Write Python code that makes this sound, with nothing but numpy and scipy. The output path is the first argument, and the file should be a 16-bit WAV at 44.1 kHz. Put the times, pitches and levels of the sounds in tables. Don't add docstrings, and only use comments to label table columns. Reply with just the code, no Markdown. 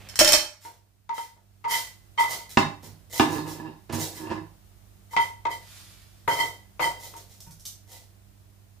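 import sys
import numpy as np
from scipy import signal
from scipy.fft import rfft, irfft
from scipy.io import wavfile

SR = 44100
rng = np.random.default_rng(int(sys.argv[2]) if len(sys.argv) > 2 else 0)


def master_out(mix):
    frames = np.transpose(np.atleast_2d(mix))
    ceiling = np.clip(frames, -1, 1)
    pcm = np.round(ceiling * 32767).astype(np.int16)
    wavfile.write(sys.argv[1], SR, pcm)


N = 388080
TIME = np.arange(N) / SR
CONTACT_TIME = TIME[:SR]

# mode_hz, level_db, t60_s, left_minus_right_db
PAN_MODES = [(892, -11, .12, 0), (929, 0, .17, 3), (965, -10, .14, -2), (1021, -16, .18, -4),
             (1060, -12, .025, -1), (1250, -19, .03, -1), (1965, -10, .2, 0), (1995, -11, .22, 1),
             (2026, -6.5, .21, 0), (2100, -14, .03, 0), (3095, -21, .1, -3), (3135, -18, .12, -3),
             (3178, -21, .1, -5), (4350, -30, .1, -2), (4900, -31, .1, -2)]
DRAG_SLIDE = 0.81


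def undb(db):
    return 10 ** (np.asarray(db) / 20)


def sides(pan_db):
    gain = undb(np.array([[pan_db], [-pan_db]]) / 2)
    return gain / np.sqrt(np.mean(gain ** 2))


def unit(x):
    return x / np.sqrt(np.sum(x ** 2) * 20 / SR)


def add(out, start_s, x):
    start = max(int(start_s * SR), 0)
    out[:, start:start + x.shape[-1]] += x[..., :N - start]


def lowpass(x, order, cutoff_hz):
    return signal.sosfilt(signal.butter(order, cutoff_hz, fs=SR, output="sos"), x)


def highpass(x, order, cutoff_hz):
    return signal.sosfilt(signal.butter(order, cutoff_hz, "high", fs=SR, output="sos"), x)


def colour(x, points, size=4096):
    hz, db = np.transpose(points)
    freq_hz = np.maximum(np.fft.rfftfreq(size, 1 / SR), 1)
    response_db = np.interp(np.log(freq_hz), np.log(hz), db)
    cepstrum = irfft(np.log(undb(response_db)))
    cepstrum[1:size // 2] *= 2
    cepstrum[size // 2 + 1:] = 0
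    impulse = irfft(np.exp(rfft(cepstrum)))
    return signal.fftconvolve(x, impulse)[:len(x)]


def walk(t, rate_hz):
    knots = rng.standard_normal(4096)
    return np.interp(t * rate_hz, np.arange(len(knots)), knots)


def stroke(rise_s, fade_s, touch=0):
    t = CONTACT_TIME
    rise = np.minimum(touch + (1 - touch) * t / rise_s, 1)
    return rise * np.exp(-np.maximum(t - rise_s, 0) / fade_s)


def friction(pressure, slip_db=3, slip_rate_hz=350, grain_db=3):
    t = CONTACT_TIME
    grain = undb(grain_db * rng.standard_normal(len(t)))
    catches = rng.standard_normal(len(t)) * grain
    return pressure * catches * undb(slip_db * walk(t, slip_rate_hz))


def judder(pressure, wander=.11, slip_width=0.044):
    judder_hz = 158.6
    t = CONTACT_TIME
    phase = np.cumsum(judder_hz * (1 + wander * walk(t, 60))) / SR % 1
    slips = np.exp(-phase / slip_width) * undb(6 * walk(t, 150))
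    crunch = unit(friction(pressure, slip_db=8.5, slip_rate_hz=270))
    return crunch + DRAG_SLIDE * unit((slips - slips.mean()) * pressure)


def ring(force, modes, tilt_db, pivot_hz, bend=1, detune=0.0033, locked=0):
    longest_ring_s = .27
    out = 0
    for k, (hz, db, t60_s, pan_db) in enumerate(modes):
        loaded_hz = hz * (1 + detune * rng.uniform(-1, 1))
        decay = np.log(1000) / min(t60_s, longest_ring_s)
        pole = np.exp((2j * np.pi * loaded_hz - decay) / SR)
        in_step = locked * np.cos(2 * np.pi * loaded_hz * CONTACT_TIME)
        z = signal.lfilter([1], [1, -pole], unit(force) + in_step)
        lag = np.exp(1j * (-1) ** k * min(hz / 620, np.pi / 2))
        octaves = np.log2(hz / pivot_hz)
        gain = undb(db + tilt_db * np.sign(octaves) * abs(octaves) ** bend)
        out = out + gain * sides(pan_db) * np.array([unit(z.real), unit((z * lag).real)])
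    return out


def muffle(x):
    return lowpass(x, 3, cutoff_hz=7040)


def diffuse(length, split_hz):
    mid, side = rng.standard_normal((2, N))[:, :length]
    side = highpass(side, 1, split_hz)
    return np.array([mid + side, mid - side]) / np.sqrt(2)


def kitchen(x, wet_db, build_s=0.0071):
    t60_s, treble_t60_s = 0.36, 0.3
    t = TIME[:SR * 2 // 3]
    noise = diffuse(len(t), split_hz=1900)
    low = lowpass(noise, 1, 4000)
    low_tail = low * np.exp(-np.log(1000) * t / t60_s)
    treble_tail = (noise - low) * np.exp(-np.log(1000) * t / treble_t60_s)
    tail = (low_tail + treble_tail) * np.minimum(t / build_s, 1)
    tail /= np.sqrt(np.sum(tail ** 2, axis=1, keepdims=True))
    wet = undb(wet_db)
    return (x + wet * signal.fftconvolve(x, tail, axes=1)[:, :N]) / np.hypot(1, wet)


def spoon():
    # start_s, contact_s, level_db, hardness_tilt_db_per_octave
    contacts = [(0.086, 0.016, -45, 2.5), (.157, 0.001, -37.5, 6), (0.1904, 0.0034, -17, 6),
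                (.204, 0.015, -27.5, -6), (0.2122, 0.0061, -23, -2.5), (0.2464, 0.00091, -22.5, 3.5),
                (.267, 0.01, -19, 1.5), (.280, 0.0076, -29.5, -3.5), (0.32, 0.0094, -17.5, 4.5),
                (0.3358, 0.0034, -21, -2)]
    # mode_hz, level_db, t60_s, left_minus_right_db
    bowl_modes = [(240, -24.5, 0.14, -7.5), (333, -15.5, 0.19, -11.5), (598.6, -3, .17, -3.5),
                  (620, -9, 0.12, -3), (846.5, -11, 0.35, -12.5), (1394, -9.5, .25, -2.5),
                  (2192, -4, 0.24, -4), (2597, -6, 0.21, -0.5), (3125, 2, 0.182, -10),
                  (4222, -4.5, 0.35, -7), (4490, -5, 0.18, -4.5), (4830, -9.5, 0.28, -11),
                  (5260, -4, .1, -3), (5490, 2, .07, -4), (5598, -3, .06, -3), (6702, -8, .15, -3),
                  (6831, -4, .17, -2), (8046, -8, .17, -5), (8300, -9.5, 0.089, -9),
                  (8700, -6, 0.033, -4.5), (11970, -13.5, .1, -4)]
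    # freq_hz, level_db
    click_colour = [(40, -4), (200, -11), (450, -10.5), (800, -8.5), (1500, -5), (3000, -5.5), (4300, -5),
                    (5500, -0.5), (7300, -10), (8600, -9), (9800, -17), (11000, -8), (13500, -14),
                    (16000, -17.5)]
    rise_share = 0.16
    click_per_tilt = .4
    noise, tone = np.zeros((2, 2, N))
    for start_s, contact_s, db, tilt_db in contacts:
        force = friction(stroke(rise_share * contact_s, contact_s), slip_db=10.5, grain_db=6)
        hard_db = click_per_tilt * tilt_db
        click = unit(colour(force, click_colour))
        add(noise, start_s, sides(pan_db=-2.5) * undb(db + hard_db - 4.0) * click)
        sing = ring(force, bowl_modes, tilt_db, pivot_hz=3220)
        add(tone, start_s, undb(db - hard_db - 9.0) * sing)
    return kitchen(noise, wet_db=4.5) + kitchen(tone, wet_db=-5.5)


def tap_hiss(thud_db):
    heavy_db, hiss_db = -28, -13
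    hiss_per_db = 1.9
    return thud_db + hiss_db + hiss_per_db * (thud_db - heavy_db)


def spatula_contacts():
    # start_s, contact_s, ring_db, thud_db
    taps = [(.648, 0.019, -42.5, -50.5), (1.0911, 0.026, -29.5, -54), (1.179, .016, -34.5, -55.5),
            (1.365, 0.012, -64, -63.5), (1.641, 0.05, -27.5, -43), (2.176, 0.069, -19.5, -43),
            (5.131, 0.03, -35.5, -54), (5.1642, 0.024, -20, -38.5), (5.451, 0.026, -26, -38.5),
            (6.2755, 0.012, -23, -26), (6.794, 0.033, -25, -30), (7.135, 0.02, -46, -51),
            (7.463, 0.022, -56, -78)]
    # start_s, push_s, hiss_db, ring_db, thud_db
    scrapes = [(0.599, 0.046, -44.5, -70, -84), (1.125, 0.053, -39, -46, -77),
               (1.68, 0.052, -22.5, -29, -44), (2.184, 0.017, -30.5, -59, -56),
               (2.275, 0.037, -28, -43.5, -38.5), (2.493, .002, -39, -74, -59),
               (2.821, 0.02, -43, -66, -52), (3.097, 0.065, -27.5, -45, -41),
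               (3.28, 0.056, -34.5, -54, -39), (3.459, 0.033, -36.5, -61, -44),
               (3.923, 0.0043, -32, -56, -39.5), (3.974, 0.039, -26.5, -47.5, -36),
               (4.109, 0.063, -37.5, -55.5, -55), (5.1, .03, -44, -54, -59.5), (5.19, 0.02, -37, -37, -75),
               (5.495, 0.016, -40, -41, -48), (6.288, 0.024, -31, -31.5, -41.5),
               (6.342, 0.06, -29.5, -27.5, -35), (6.8, 0.025, -28.5, -28.5, -32.5),
               (6.98, 0.055, -37.5, -53.5, -48), (7.15, 0.019, -42.5, -63, -56),
               (7.271, 0.04, -48.5, -84, -62.5), (7.87, 0.062, -41.5, -60, -52)]
    tap_rise_s = .001
    firm_tilt_db, firm_ring_db, tilt_per_db = -2.5, -21.5, 1.1
    release_s, release_share, touch = 0.023, 0.39, 0.12
    scrape_tilt_db = 5
    contacts = []
    for start_s, contact_s, ring_db, thud_db in taps:
        pressure = stroke(tap_rise_s, contact_s)
        tilt_db = firm_tilt_db + tilt_per_db * (ring_db - firm_ring_db)
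        contacts.append((start_s, pressure, tap_hiss(thud_db), ring_db, thud_db, tilt_db))
    for start_s, push_s, hiss_db, ring_db, thud_db in scrapes:
        pressure = stroke(push_s, release_s + release_share * push_s, touch)
        contacts.append((start_s, pressure, hiss_db, ring_db, thud_db, scrape_tilt_db))
    return contacts


def spatula():
    # freq_hz, level_db
    scrape_colour = [(200, -16.5), (800, -6.5), (2000, 1), (2600, -1.5), (3200, -1.5), (3700, 2), (4500, 3),
                     (6000, 2.5), (8500, 0.5), (9800, -3.5), (11500, 1.5), (14000, -7), (16000, 5.5)]
    # freq_hz, level_db
    thud_colour = [(40, -13), (170, -0.5), (230, -15.5), (350, 1.5), (570, 5.5), (850, 3.5), (1200, -6),
                   (1600, -5), (2500, -12), (5000, -31), (16000, -63)]
    # time_s, left_minus_right_db
    pan_place = [(1, -2), (2.3, -2), (3.3, -3), (4.3, -2), (5.3, -2.5), (6.5, -1), (7.6, -1.5)]
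    lock_db, lock_power = -22.5, 4.6
    noise, tone = np.zeros((2, 2, N))
    for start_s, pressure, hiss_db, ring_db, thud_db, tilt_db in spatula_contacts():
        force = friction(pressure, slip_db=5.0, grain_db=2)
        place = sides(np.interp(start_s, *np.transpose(pan_place)))
        add(noise, start_s, place * undb(hiss_db) * unit(colour(force, scrape_colour)))
        add(noise, start_s, place * undb(thud_db) * unit(colour(force, thud_colour)))
        locked = undb(lock_db) * unit(pressure ** lock_power)
        wall = ring(force, PAN_MODES, tilt_db, pivot_hz=885, bend=1.3, locked=locked)
        add(tone, start_s, sides(pan_db=-3.74) * undb(ring_db) * wall)
    return kitchen(noise, wet_db=6) + kitchen(muffle(tone), wet_db=-7.5)


def worktop():
    # mode_hz, struck_db, t60_s, left_minus_right_db, sliding_change_db
    worktop_modes = [(104, -11.5, 0.32, -8.5, 6.5), (154.6, -3.5, 0.31, -9.5, -2.5),
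                     (232, -5, 0.059, -7.5, -8.5), (292, -5, 0.32, -8, -5), (312.1, -7, 0.17, -9, 7.5),
                     (377.5, -11.5, 0.38, -7, 2.5), (650, -16, 0.17, 8, -15), (811, 0, 0.11, -6.5, -16),
                     (905.5, -7.5, 0.12, 4.5, 0), (1024, -1.5, 0.022, -21.5, -5),
                     (1133, 0, 0.04, -10, -12.5), (1713, -4.5, 0.052, -4, -7), (2030, -17, 0.24, -11, -12),
                     (2670, -6, 0.015, -1.5, -11), (2677, -26.5, 0.043, -0.5, -29),
                     (3740, -12.5, 0.23, -11, -17.5), (4260, -16.5, 0.09, -14.5, -9.5),
                     (4940, -17, 0.076, -13, -9.5)]
    # freq_hz, level_db
    clatter_colour = [(30, -12), (70, -16), (110, 1.5), (250, 8.5), (500, -6), (800, 2), (1100, 1),
                      (1420, -16), (1800, -7), (2800, -19.5), (3200, -17.5), (5000, -14.5), (7000, -20.5),
                      (16000, -36)]
    # start_s, contact_s, clatter_db, boom_db
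    knocks = [(2.5718, 0.0044, -20, -15.5), (2.825, .06, -66.5, -49), (3.1963, 0.0041, -18, -17),
              (3.892, 0.028, -61, -33.5), (3.925, 0.024, -48, -28), (4.306, 0.025, -38, -34)]
    # time_s, pressure_db
    drags = [
        [(3.22, -19), (3.268, -33.5), (3.336, -27), (3.372, -26.5), (3.44, -47), (3.462, -32.5), (3.522, -37.5),
         (3.686, -38), (3.83, -73)],
        [(3.94, -49), (4.004, -32.5), (4.048, -53), (4.1, -66), (4.118, -49.5), (4.286, -33.5), (4.306, -25),
         (4.34, -35.5), (4.46, -56.5)],
    ]
    rise_share = .13
    dulling_db_per_s = 219
    knock_pan_db = -10.5
    drag_boom_db, drag_clatter_db, drag_tilt_db = -4, -11, -0.5
    noise, tone = np.zeros((2, 2, N))
    struck = [mode[:4] for mode in worktop_modes]
    sliding = [(hz, db + DRAG_SLIDE * slide_db, t60_s, pan_db)
               for hz, db, t60_s, pan_db, slide_db in worktop_modes]
    for start_s, contact_s, clatter_db, boom_db in knocks:
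        force = friction(stroke(rise_share * contact_s, contact_s), slip_db=2.5, slip_rate_hz=230)
        add(noise, start_s, undb(clatter_db - 3.4) * unit(colour(force, clatter_colour)))
        boom = ring(force, struck, -dulling_db_per_s * contact_s, pivot_hz=312)
        add(tone, start_s, undb(boom_db - 6.5) * boom)
        pan = ring(force, PAN_MODES, tilt_db=-8.5, pivot_hz=929)
        add(tone, start_s, undb(clatter_db + knock_pan_db) * pan)
    for curve in drags:
        times_s, db = np.transpose(curve)
        start_s = times_s[0]
        pressure = undb(np.interp(start_s + CONTACT_TIME, times_s, db, right=-np.inf))
        force = judder(pressure)
        strength = pressure.max() / unit(pressure).max()
        clatter = unit(colour(force, clatter_colour))
        add(noise, start_s, strength * undb(drag_clatter_db) * clatter)
        boom = ring(force, sliding, drag_tilt_db, pivot_hz=321)
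        add(tone, start_s, strength * undb(drag_boom_db) * boom)
    return kitchen(sides(pan_db=-2.5) * noise, wet_db=9.5) + kitchen(muffle(tone), wet_db=-0.5)


def food():
    # start_s, smack_db, plop_db
    landings = [(7.403, -48, -62), (7.467, -59, -43.5), (7.508, -52, -50), (7.596, -53.5, -59.5),
                (7.6523, -38, -61.5)]
    # freq_hz, level_db
    smack_colour = [(300, -17.5), (2500, -17), (3200, -5.5), (4000, -6), (5600, 0), (7000, -4.5),
                    (9800, -5.5), (12000, -3), (16000, -12)]
    # freq_hz, level_db
    plop_colour = [(40, -5), (110, -2.5), (160, 4), (240, -28), (700, -34), (3000, -33), (16000, -70)]
    # mode_hz, level_db, t60_s, left_minus_right_db
    plate_modes = [(5200, -2, 0.09, -3), (6000, -11, 0.05, 4), (5940, 3, 0.051, -5), (7540, -4, 0.056, -2)]
    soft, tick = np.zeros((2, 2, N))
    for start_s, smack_db, plop_db in landings:
        force = friction(stroke(rise_s=0.00096, fade_s=0.012), grain_db=-1.0)
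        smack = undb(smack_db) * unit(colour(force, smack_colour))
        plop = undb(plop_db) * unit(colour(force, plop_colour))
        add(soft, start_s, smack + plop)
        plate = ring(force, plate_modes, tilt_db=0, pivot_hz=5600)
        add(tick, start_s, undb(smack_db - 16.5) * plate)
    return kitchen(sides(pan_db=-2.5) * soft + tick, wet_db=4)


def grease():
    # freq_hz, level_db
    slide_colour = [(300, -10), (1500, 1.5), (2600, 2), (4500, 4.5), (8000, -0.5), (12000, -1.5),
                    (16000, -12)]
    start_s, rise_s, fade_s, level_db = 5.58, .18, .21, -42
    out = np.zeros((2, N))
    force = friction(stroke(rise_s, fade_s, touch=0.26))
    hiss = unit(colour(force, slide_colour))
    add(out, start_s, sides(pan_db=-2) * undb(level_db) * hiss)
    return kitchen(out, wet_db=7)


def sleeve(rise_s=0.0064, fade_s=0.17, level_db=-47):
    # freq_hz, level_db
    sleeve_colour = [(30, -1.5), (70, 4.5), (200, -2), (500, 3), (1300, -2.5), (2500, 3), (4500, -6.5),
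                     (8000, -14.5), (16000, -26)]
    out = np.zeros((2, N))
    force = friction(stroke(rise_s, fade_s), slip_db=4.0, slip_rate_hz=99)
    rustle = unit(colour(force, sleeve_colour))
    add(out, 0, sides(pan_db=-5.0) * undb(level_db) * rustle)
    return kitchen(out, wet_db=-8.0)


def background():
    # freq_hz, level_db
    air_colour = [(15, -25), (30, -18), (48, -10), (85, -12), (130, -17), (230, -28.5), (320, -24.5),
                  (520, -34.5), (630, -28.5), (900, -34.5), (2500, -39.5), (8000, -41), (15500, -41)]
    # freq_hz, level_db
    hum_partials = [(49.4, -64.5), (98.8, -55.5), (197.6, -68)]
    # time_s, gain_db
    gain_curve = [(0, 5), (.5, -8), (1.2, -9.5), (2, -0.5), (3, -0.5), (6.5, 0.5), (8.8, -2)]
    air_db = -56
    air = np.array([colour(x, air_colour) for x in diffuse(N, split_hz=33)])
    air = highpass(air, 4, 38)
    air *= undb(air_db) / np.std(air)
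    rumble = lowpass(air, 1, 900)
    hum = np.zeros(N)
    for hz, db in hum_partials:
        amplitude = np.sqrt(2) * undb(db + 2.1 * walk(TIME, 4.6))
        hum += amplitude * np.sin(2 * np.pi * hz * TIME + 0.37 * walk(TIME, 2.3))
    gain_db = np.interp(TIME, *np.transpose(gain_curve))
    hiss = (air - rumble) * undb(0.98 * gain_db)
    return hiss + sides(pan_db=-7.0) * (rumble + hum) * undb(gain_db)


def scene():
    return sleeve() + spoon() + spatula() + grease() + worktop() + food() + background()


def record(dry):
    top_hz = 15400
    clipped = np.clip(dry, -1, 1)
    return signal.sosfilt(signal.ellip(10, .2, 60, top_hz, fs=SR, output="sos"), clipped)


dry = scene()
out = record(dry)
master_out(out)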